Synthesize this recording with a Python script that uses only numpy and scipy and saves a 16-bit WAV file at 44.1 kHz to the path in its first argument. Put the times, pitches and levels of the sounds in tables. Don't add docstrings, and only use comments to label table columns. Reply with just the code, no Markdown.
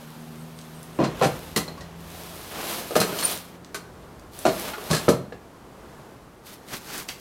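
import sys
import numpy as np
from scipy import signal
from scipy.fft import rfft, irfft, next_fast_len
from scipy.io import wavfile
from scipy.ndimage import uniform_filter1d, map_coordinates

SR = 44100
rng = np.random.default_rng(int(sys.argv[2]) if len(sys.argv) > 2 else 0)


def unload_audio(sound):
    columns = np.transpose(np.atleast_2d(sound))
    steps = np.round(np.clip(columns, -1, 1) * 32767)
    wavfile.write(sys.argv[1], SR, steps.astype(np.int16))


N = 317608
TOP_HZ = 15900
# frequency in Hz, relative level in dB.
HISS_SPECTRUM = [(800, -29), (2000, 3.5), (4000, 9), (7000, 2.5), (13000, 6.5), (16000, -2.5)]


def amp(db):
    return 10 ** (np.asarray(db) / 20)


def unit(x):
    return x / np.sqrt(np.mean(x ** 2) + 1e-20)


def along(points, hz):
    f, v = np.transpose(points)
    return np.interp(np.log(hz + 1), np.log(f + 1), v)


def curves(rows):
    times, *columns = np.transpose(rows)
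    return [np.interp(np.arange(N) / SR, times, column) for column in columns]


def during(rows, fade):
    t = np.arange(N) / SR
    return np.clip(1 + np.minimum(t - rows[0][0], rows[-1][0] - t) / fade, 0, 1)


def wobble(rate):
    return map_coordinates(rng.standard_normal(int(N * rate / SR) + 4), [np.arange(N) * rate / SR])


def colour(x, spectrum):
    size = next_fast_len(len(x) + 2048)
    gain = amp(along(spectrum, np.fft.rfftfreq(size, 1 / SR)))
    return unit(irfft(rfft(x, size) * gain, size)[:len(x)])


def add(track, start, sound):
    part = track[max(round(start * SR), 0):][:len(sound)]
    part += sound[:len(part)]


def porch(x, wet_db, build_s=0.00196):
    # frequency in Hz, reverberation time (t60) in seconds.
    decay_times = [(100, 0.47), (500, 0.36), (2000, 0.35), (5000, 0.26), (14000, 0.29)]
    hz, t, noise = signal.stft(rng.standard_normal(SR // 2), SR, nperseg=256)
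    decay = amp(-60 * t / along(decay_times, hz)[:, None])
    tail = signal.istft(noise * decay * (1 - np.exp(-t / build_s)), SR, nperseg=256)[1]
    return x + amp(wet_db) * signal.fftconvolve(x, tail / np.linalg.norm(tail))[:len(x)]


def air(murmur_db=-47.5, swing_db=1.1):
    # frequency in Hz, relative level in dB.
    murmur_spectrum = [(20, -14), (70, -30), (125, 0), (300, -5), (400, -3.5), (550, -7.5), (1100, -10.5),
                       (2260, -22), (6000, -29), (13200, -33), (16000, -40)]
    rumble_spectrum = [(15, -18), (35, -5), (55, 9), (85, 3), (120, 2), (250, -47.5)]
    # time in seconds, level in dB.
    rumble_levels = [(0.0, -66), (0.94, -58), (1.12, -48.5), (3.61, -59), (4.21, -51), (5.13, -53),
                     (5.73, -56), (6.24, -58), (6.58, -59), (7.2, -56)]
    rumble_db, = curves(rumble_levels)
    murmur = amp(murmur_db + swing_db * wobble(3)) * colour(rng.standard_normal(N), murmur_spectrum)
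    return murmur + amp(rumble_db) * colour(rng.standard_normal(N), rumble_spectrum)


def engine(firing_hz=77.75, climb_hz_per_s=2.7, first_db=(-20, -6), third_db=(0, -13), mellow_s=1.75):
    # time in seconds, level in dB.
    drone_levels = [(0, -48.5), (.45, -43.5), (.9, -48), (2.2, -45.5), (2.5, -52.5), (3.2, -49),
                    (3.85, -56)]
    t = np.arange(N) / SR
    drone_db, = curves(drone_levels)
    hz = firing_hz + climb_hz_per_s * t
    phase = 2 * np.pi * np.cumsum(hz * (1 + 0.008 * wobble(12.5))) / SR
    first, third = (np.interp(t, [0, mellow_s], ends) for ends in (first_db, third_db))
    harmonics_db = [first + 1.5 * wobble(4), 1.6 * wobble(27), third + 0.93 * wobble(5.9)]
    drone = sum(amp(drone_db + db) * np.sin(k * phase) for k, db in enumerate(harmonics_db, 1))
    return np.sqrt(2) * drone * during(drone_levels, fade=0.24)


def crinkle(spectrum, rate, spread_db, grain_db):
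    clicks, count = np.zeros(N), int(rate * N / SR)
    signs = rng.choice([-1, 1], count)
    sizes = amp(spread_db * np.minimum(rng.exponential(size=count), 4))
    clicks[rng.integers(N, size=count)] = signs * sizes
    return colour(rng.standard_normal(N) + amp(grain_db) * unit(clicks), spectrum)


def hiss_and_drag(scrape_gains_db=(0, -1, 0), hiss_gains_db=(0, 3, -.5), crackle_db=-10):
    # frequency in Hz, relative level in dB.
    scrape_spectrum = [(120, -20.5), (200, 2), (300, 1.5), (450, 1.5), (680, 2), (900, -0.5), (1300, -3),
                       (2000, -7), (3300, -9), (4300, -18.5), (6500, -16), (12000, -42.5)]
    crackle_spectrum = [(1000, -13), (3000, 3), (5000, 2), (13000, 2.5), (16000, -6)]
    # time in seconds, scrape and hiss in dB before the span's gains.
    background = [(0, -51, -54), (.5, -52.5, -56), (.85, -51.5, -54.5), (1.14, -42.5, -56.5),
                  (1.21, -37, -46), (1.5, -47.5, -49), (1.75, -49, -59), (1.94, -49.5, -61.5)]
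    pulling = [(1.99, -49.5, -58.5), (2.174, -44, -49), (2.49, -43, -47), (2.558, -34, -45),
               (2.728, -33, -34.5), (2.854, -38, -45), (2.89, -41.5, -44)]
    coming_free = [(3.12, -35, -41), (3.254, -34.5, -34), (3.32, -33, -33.5), (3.44, -46.5, -52),
                   (3.526, -51, -62), (3.55, -47.5, -62)]
    swinging = [(4.35, -51.5, -47.5), (4.44, -43.5, -43.5), (4.61, -36.5, -36), (4.69, -33, -38),
                (4.77, -44, -47), (4.88, -38, -41), (5.04, -37.5, -41.5), (5.12, -44, -47),
                (5.28, -63, -77)]
    spans = (background, np.vstack([pulling, coming_free]), swinging)
    out, flicker = np.zeros(N), wobble(60)
    scrape = amp(0.61 * flicker) * crinkle(scrape_spectrum, rate=430, spread_db=-0.5, grain_db=-6)
    hiss = amp(.5 * flicker) * crinkle(HISS_SPECTRUM, rate=4000, spread_db=2.5, grain_db=-4)
    hiss += amp(crackle_db) * crinkle(crackle_spectrum, rate=110, spread_db=3.5, grain_db=14)
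    for span, scrape_gain_db, hiss_gain_db in zip(spans, scrape_gains_db, hiss_gains_db):
        scrape_db, hiss_db = curves(span)
        noise = amp(scrape_db + scrape_gain_db) * scrape + amp(hiss_db + hiss_gain_db) * hiss
        out += noise * during(span, fade=0.042)
    return out


def bird(start_s=.18, period_s=.184, length_s=0.07, start_hz=9200, end_hz=8100, flutter_hz=480):
    out, progress = np.zeros(N), np.linspace(0, 1, int(length_s * SR))
    for k, place in enumerate(np.linspace(-1, 1, 6)):
        flutter = unit(uniform_filter1d(rng.standard_normal(len(progress)), size=40))
        hz = start_hz + (end_hz - start_hz) * progress + flutter_hz * flutter
        chirp = np.sin(np.pi * progress) * np.sin(2 * np.pi * np.cumsum(hz) / SR)
        add(out, start_s + k * period_s, amp(-55 - 7 * place ** 2) * chirp)
    return porch(out, wet_db=-1)


def snaps(t60=0.012, gain_db=-8):
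    # start in seconds, relative level in dB, spectral peak in Hz.
    creases = [(0.589, -29, 4610), (0.614, -32, 5030), (0.83, -29, 10000), (3.647, -31, 4040),
               (4.1957, -36, 6000), (4.3905, -22, 8600), (4.597, -17.5, 10300), (6.6857, -28, 4040),
               (6.757, -27, 4410), (6.9798, -19, 9880), (7.088, -12, 3740), (7.0935, -16.5, 3240)]
    out, t = np.zeros(N), np.arange(SR // 20) / SR
    for start, db, hz in creases:
        spectrum = [(hz / 4, -26), (hz / 2, -7), (hz, 0), (hz * 2, -10), (hz * 4, -25)]
        add(out, start, amp(db + gain_db - 60 * t / t60) * colour(rng.standard_normal(len(t)), spectrum))
    return porch(out, wet_db=-2.0)


def ringing(hz, db, t60, t):
    hz, db, t60 = (np.reshape(v, (-1, 1)) for v in (hz, db, t60))
    return unit(rng.choice([-1, 1], len(hz)) @ (amp(db - 60 * t / t60) * np.sin(2 * np.pi * hz * t)))


def contacts(scatter_octaves=0.127):
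    # start in seconds, number of contacts, their spacing in seconds, loss per rebound in dB
    # (negative grows), relative thud, knock, clank and jingle levels in dB, leading frame mode in Hz,
    # leading linkage mode in Hz, hardness as a cut-off in Hz.
    clunks = [(0.988, 4, .0125, 0.4, -24, -20.5, -37, -51, 333, 1040, 6000),
              (1.037, 2, 0.0071, 3.5, -56, -29, -31.5, -37.5, 613, 1015, 5960),
              (1.212, 1, .01, 0, -26.5, -17, -29, -39, 520, 1040, 5000),
              (1.222, 3, .0105, 1.5, -32, -20, -24.5, -34.5, 782, 1318, 10000),
              (1.254, 2, .013, 5, -25, -27, -39, -38, 143, 1170, 13000),
              (1.561, 2, .012, 9, -27, -25, -25, -23, 407, 1896, 14900),
              (1.678, 1, .01, 0, -49, -38.5, -44.5, -39, 166, 4220, 6500),
              (1.776, 1, .01, -5, -46, -60, -45.5, -54, 170, 1100, 5000),
              (1.807, 1, .01, 0, -46, -43.5, -43.5, -44.5, 150, 1910, 6460),
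              (2.906, 1, .01, 0, -53, -30, -41, -62, 485, 1230, 2000),
              (2.954, 2, .0086, 1.5, -31.5, -16.5, -24.5, -28.5, 440, 1244, 15000),
              (3.001, 1, .01, 0, -26.5, -40, -32, -22, 208, 1280, 15000),
              (3.013, 1, .01, 3, -53, -24, -24, -29, 428, 1250, 15000),
              (3.09, 2, .035, -0.5, -40, -31, -39, -62, 392, 1306, 6000),
              (3.187, 1, .01, 0, -60, -55, -36, -29.5, 476, 3130, 15000),
              (3.225, 1, .01, -4, -59, -56, -30.5, -32.5, 907, 4320, 6000),
              (3.744, 1, .01, 0, -46, -37.5, -32.5, -33.5, 408, 1503, 11950),
              (4.452, 2, .011, 3, -25.5, -15, -25.5, -33.5, 618, 1354, 9500),
              (4.485, 1, .01, 0, -35, -41, -32, -35, 344, 1160, 6960),
              (4.734, 1, .01, 0, -56, -47, -33.5, -45, 830, 1474, 3000),
              (4.781, 1, .01, 0, -58, -39.5, -41.5, -62, 425, 1100, 2500),
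              (4.901, 2, .009, -5, -26.5, -28.5, -34.5, -34.5, 160, 1110, 10000),
              (4.93, 3, .017, 3.5, -45, -30, -26, -27.5, 382, 1680, 10000),
              (5.08, 1, .01, 2, -17.5, -14, -24, -43, 361, 1330, 3000),
              (5.086, 2, .005, 7, -30, -19, -44, -27, 560, 1220, 12200),
              (5.123, 1, .01, 0, -30, -26.5, -52, -52, 518, 980, 9000),
              (5.322, 1, .01, 4, -43, -37, -42.5, -54, 480, 1704, 4000)]
    # thud, knock, clank and jingle offsets in dB.
    rebound_db = (1.24, -2, 0, 4.1)
    for start, count, gap, loss_db, *levels_db, frame_hz, linkage_hz, cutoff_hz in clunks:
        yield start, levels_db, frame_hz, linkage_hz, cutoff_hz
        for k in range(1, round(count)):
            shift = 2 ** (scatter_octaves * rng.uniform(-1.2, 1, 2))
            bounce_db = np.add(levels_db, rebound_db) - k * loss_db
            yield start + k * gap, bounce_db, frame_hz * shift[0], linkage_hz * shift[1], cutoff_hz


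def stand(clatter_t60=0.12, attack_s=0.0006, rattle_db=-31, trims_db=(.3, .3, .3, -1.2)):
    # frequency in Hz, relative level in dB, t60 in seconds.
    modes = [(132.7, -11.5, 0.38), (169, 3.5, 0.16), (205, 0.5, 0.15), (297.8, -3, 0.26), (342, 4.5, 0.12),
             (390, 5.5, 0.21), (463, 5, 0.2), (511.5, -13, 0.13), (578.5, 0, 0.159), (628, 6, 0.16),
             (759, 0, 0.12), (946, -14.5, 0.038), (1093, 2, 0.092), (1232, -2.5, 0.15), (1605, -2.5, 0.1),
             (1756, -14, 0.24), (2020, -14, 0.054), (2510, -2.5, 0.2), (2720, -8.5, 0.21),
             (3240, -22.5, 0.08), (4104, -9, 0.11), (4190, -2, 0.21), (4350, -15, 0.21), (5100, -9, 0.12),
             (5420, -17, 0.17), (6060, -5, .12), (7515, -10, 0.23), (8430, -10.5, .12), (8990, -15, 0.097),
             (9700, -20, .12), (12000, -9.5, 0.13)]
    # frequency in Hz, relative level in dB.
    clatter_spectrum = [(50, -43), (90, -8.5), (200, -3), (650, 4.5), (900, -5.5), (1400, -3), (2200, -6.5),
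                        (3400, -11.5), (4400, -10.5), (6500, -14), (12500, -15.5), (16000, -22.5)]
    # lower edge in Hz, upper edge in Hz.
    registers = [(75, 260), (260, 1000), (1000, 3500), (3500, 17000)]
    out, t = np.zeros(N), np.arange(SR // 5) / SR
    hz, db, t60 = np.transpose(modes)
    bands = [signal.butter(3, edges, "bandpass", fs=SR, output="sos") for edges in registers]
    for start, levels_db, frame_hz, linkage_hz, cutoff_hz in contacts():
        detuned_hz = hz * (1 + 0.0079 * rng.standard_normal(len(hz)))
        ring = amp(-3) * ringing(detuned_hz, db + rng.normal(0, 1.9, len(hz)), t60, t)
        frame = ringing(frame_hz, db=0, t60=.075, t=t)
        linkage = ringing(linkage_hz * (1 + 0.0188 * rng.standard_normal(3)), db=0, t60=.065, t=t)
        purity_db = np.clip(rattle_db - max(levels_db), 0, 10)
        lead = (amp(-3) * frame + amp(-7) * linkage) * amp(purity_db)
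        clatter = unit(colour(rng.standard_normal(len(t)), clatter_spectrum) * amp(-60 * t / clatter_t60))
        hit = (clatter + ring + lead) * (1 - np.exp(-t / attack_s))
        hit = signal.lfilter(*signal.butter(2, min(cutoff_hz, TOP_HZ), fs=SR), hit)
        hit = porch(np.pad(hit, (0, len(t))), wet_db=-7)
        for band, level_db, trim_db in zip(bands, levels_db, trims_db):
            part = signal.sosfilt(band, hit)
            onset_rms = np.std(part[:SR // 60])
            add(out, start, amp(level_db + trim_db) * part / onset_rms)
    return out


def squeal(start_s=3.235, flare_s=3.254, end_s=3.33, pitch_hz=9168, flat_hz=190, settle_s=.009):
    t = np.arange(N) / SR
    age = np.maximum(t - start_s, 0)
    hz = pitch_hz - flat_hz * np.exp(-age / settle_s)
    tone = np.sqrt(2) * np.sin(2 * np.pi * np.cumsum(hz + 25 * wobble(300)) / SR)
    slip = amp(-26 - 170 * age)
    flare = amp(-14) * np.exp(-np.abs(t - flare_s) / 0.0028)
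    envelope = (slip + flare) * amp(0.622 * wobble(200)) * during([[start_s], [end_s]], fade=0.0037)
    return porch(tone * envelope, wet_db=-10)


def steps(onset_db=20, release_db_per_s=257):
    # frequency in Hz, relative level in dB.
    sole_spectrum = [(80, -10), (250, -1.5), (600, -7), (1500, -4.5), (3500, -12.5), (6000, -12),
                     (12000, -23.5)]
    # time of full weight, attack and hold in seconds, relative scuff and hiss levels in dB.
    footfalls = [(6.465, 0.031, 0.071, -48.5, -48.5), (6.736, 0.065, 0.0062, -36, -37.5),
                 (6.908, 0.08, 0.09, -38, -39.5), (7.088, 0.01, .005, -40.5, -40),
                 (7.206, 0.043, .02, -51.5, -51)]
    out, t = np.zeros(N), np.arange(N) / SR
    scuff = amp(1 + 1.3 * wobble(60)) * crinkle(sole_spectrum, rate=1100, spread_db=2.2, grain_db=-3)
    hiss = amp(2 * wobble(60)) * crinkle(HISS_SPECTRUM, rate=1500, spread_db=8.0, grain_db=-6)
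    for loaded_s, attack, hold, scuff_db, hiss_db in footfalls:
        rise_db = -onset_db * np.maximum(loaded_s - t, 0) / attack
        fall_db = -release_db_per_s * np.maximum(t - loaded_s - hold, 0)
        out += amp(rise_db + fall_db) * (amp(scuff_db) * scuff + amp(hiss_db) * hiss)
    return out


def scene():
    return (stand() + squeal() + hiss_and_drag() + steps() + snaps() + engine() + bird() + air())[None]


def record(dry):
    size = next_fast_len(N + SR // 2)
    passband = np.fft.rfftfreq(size, 1 / SR) < TOP_HZ
    return irfft(rfft(dry, size) * passband, size)[..., :N]


dry = scene()
out = record(dry)
unload_audio(out)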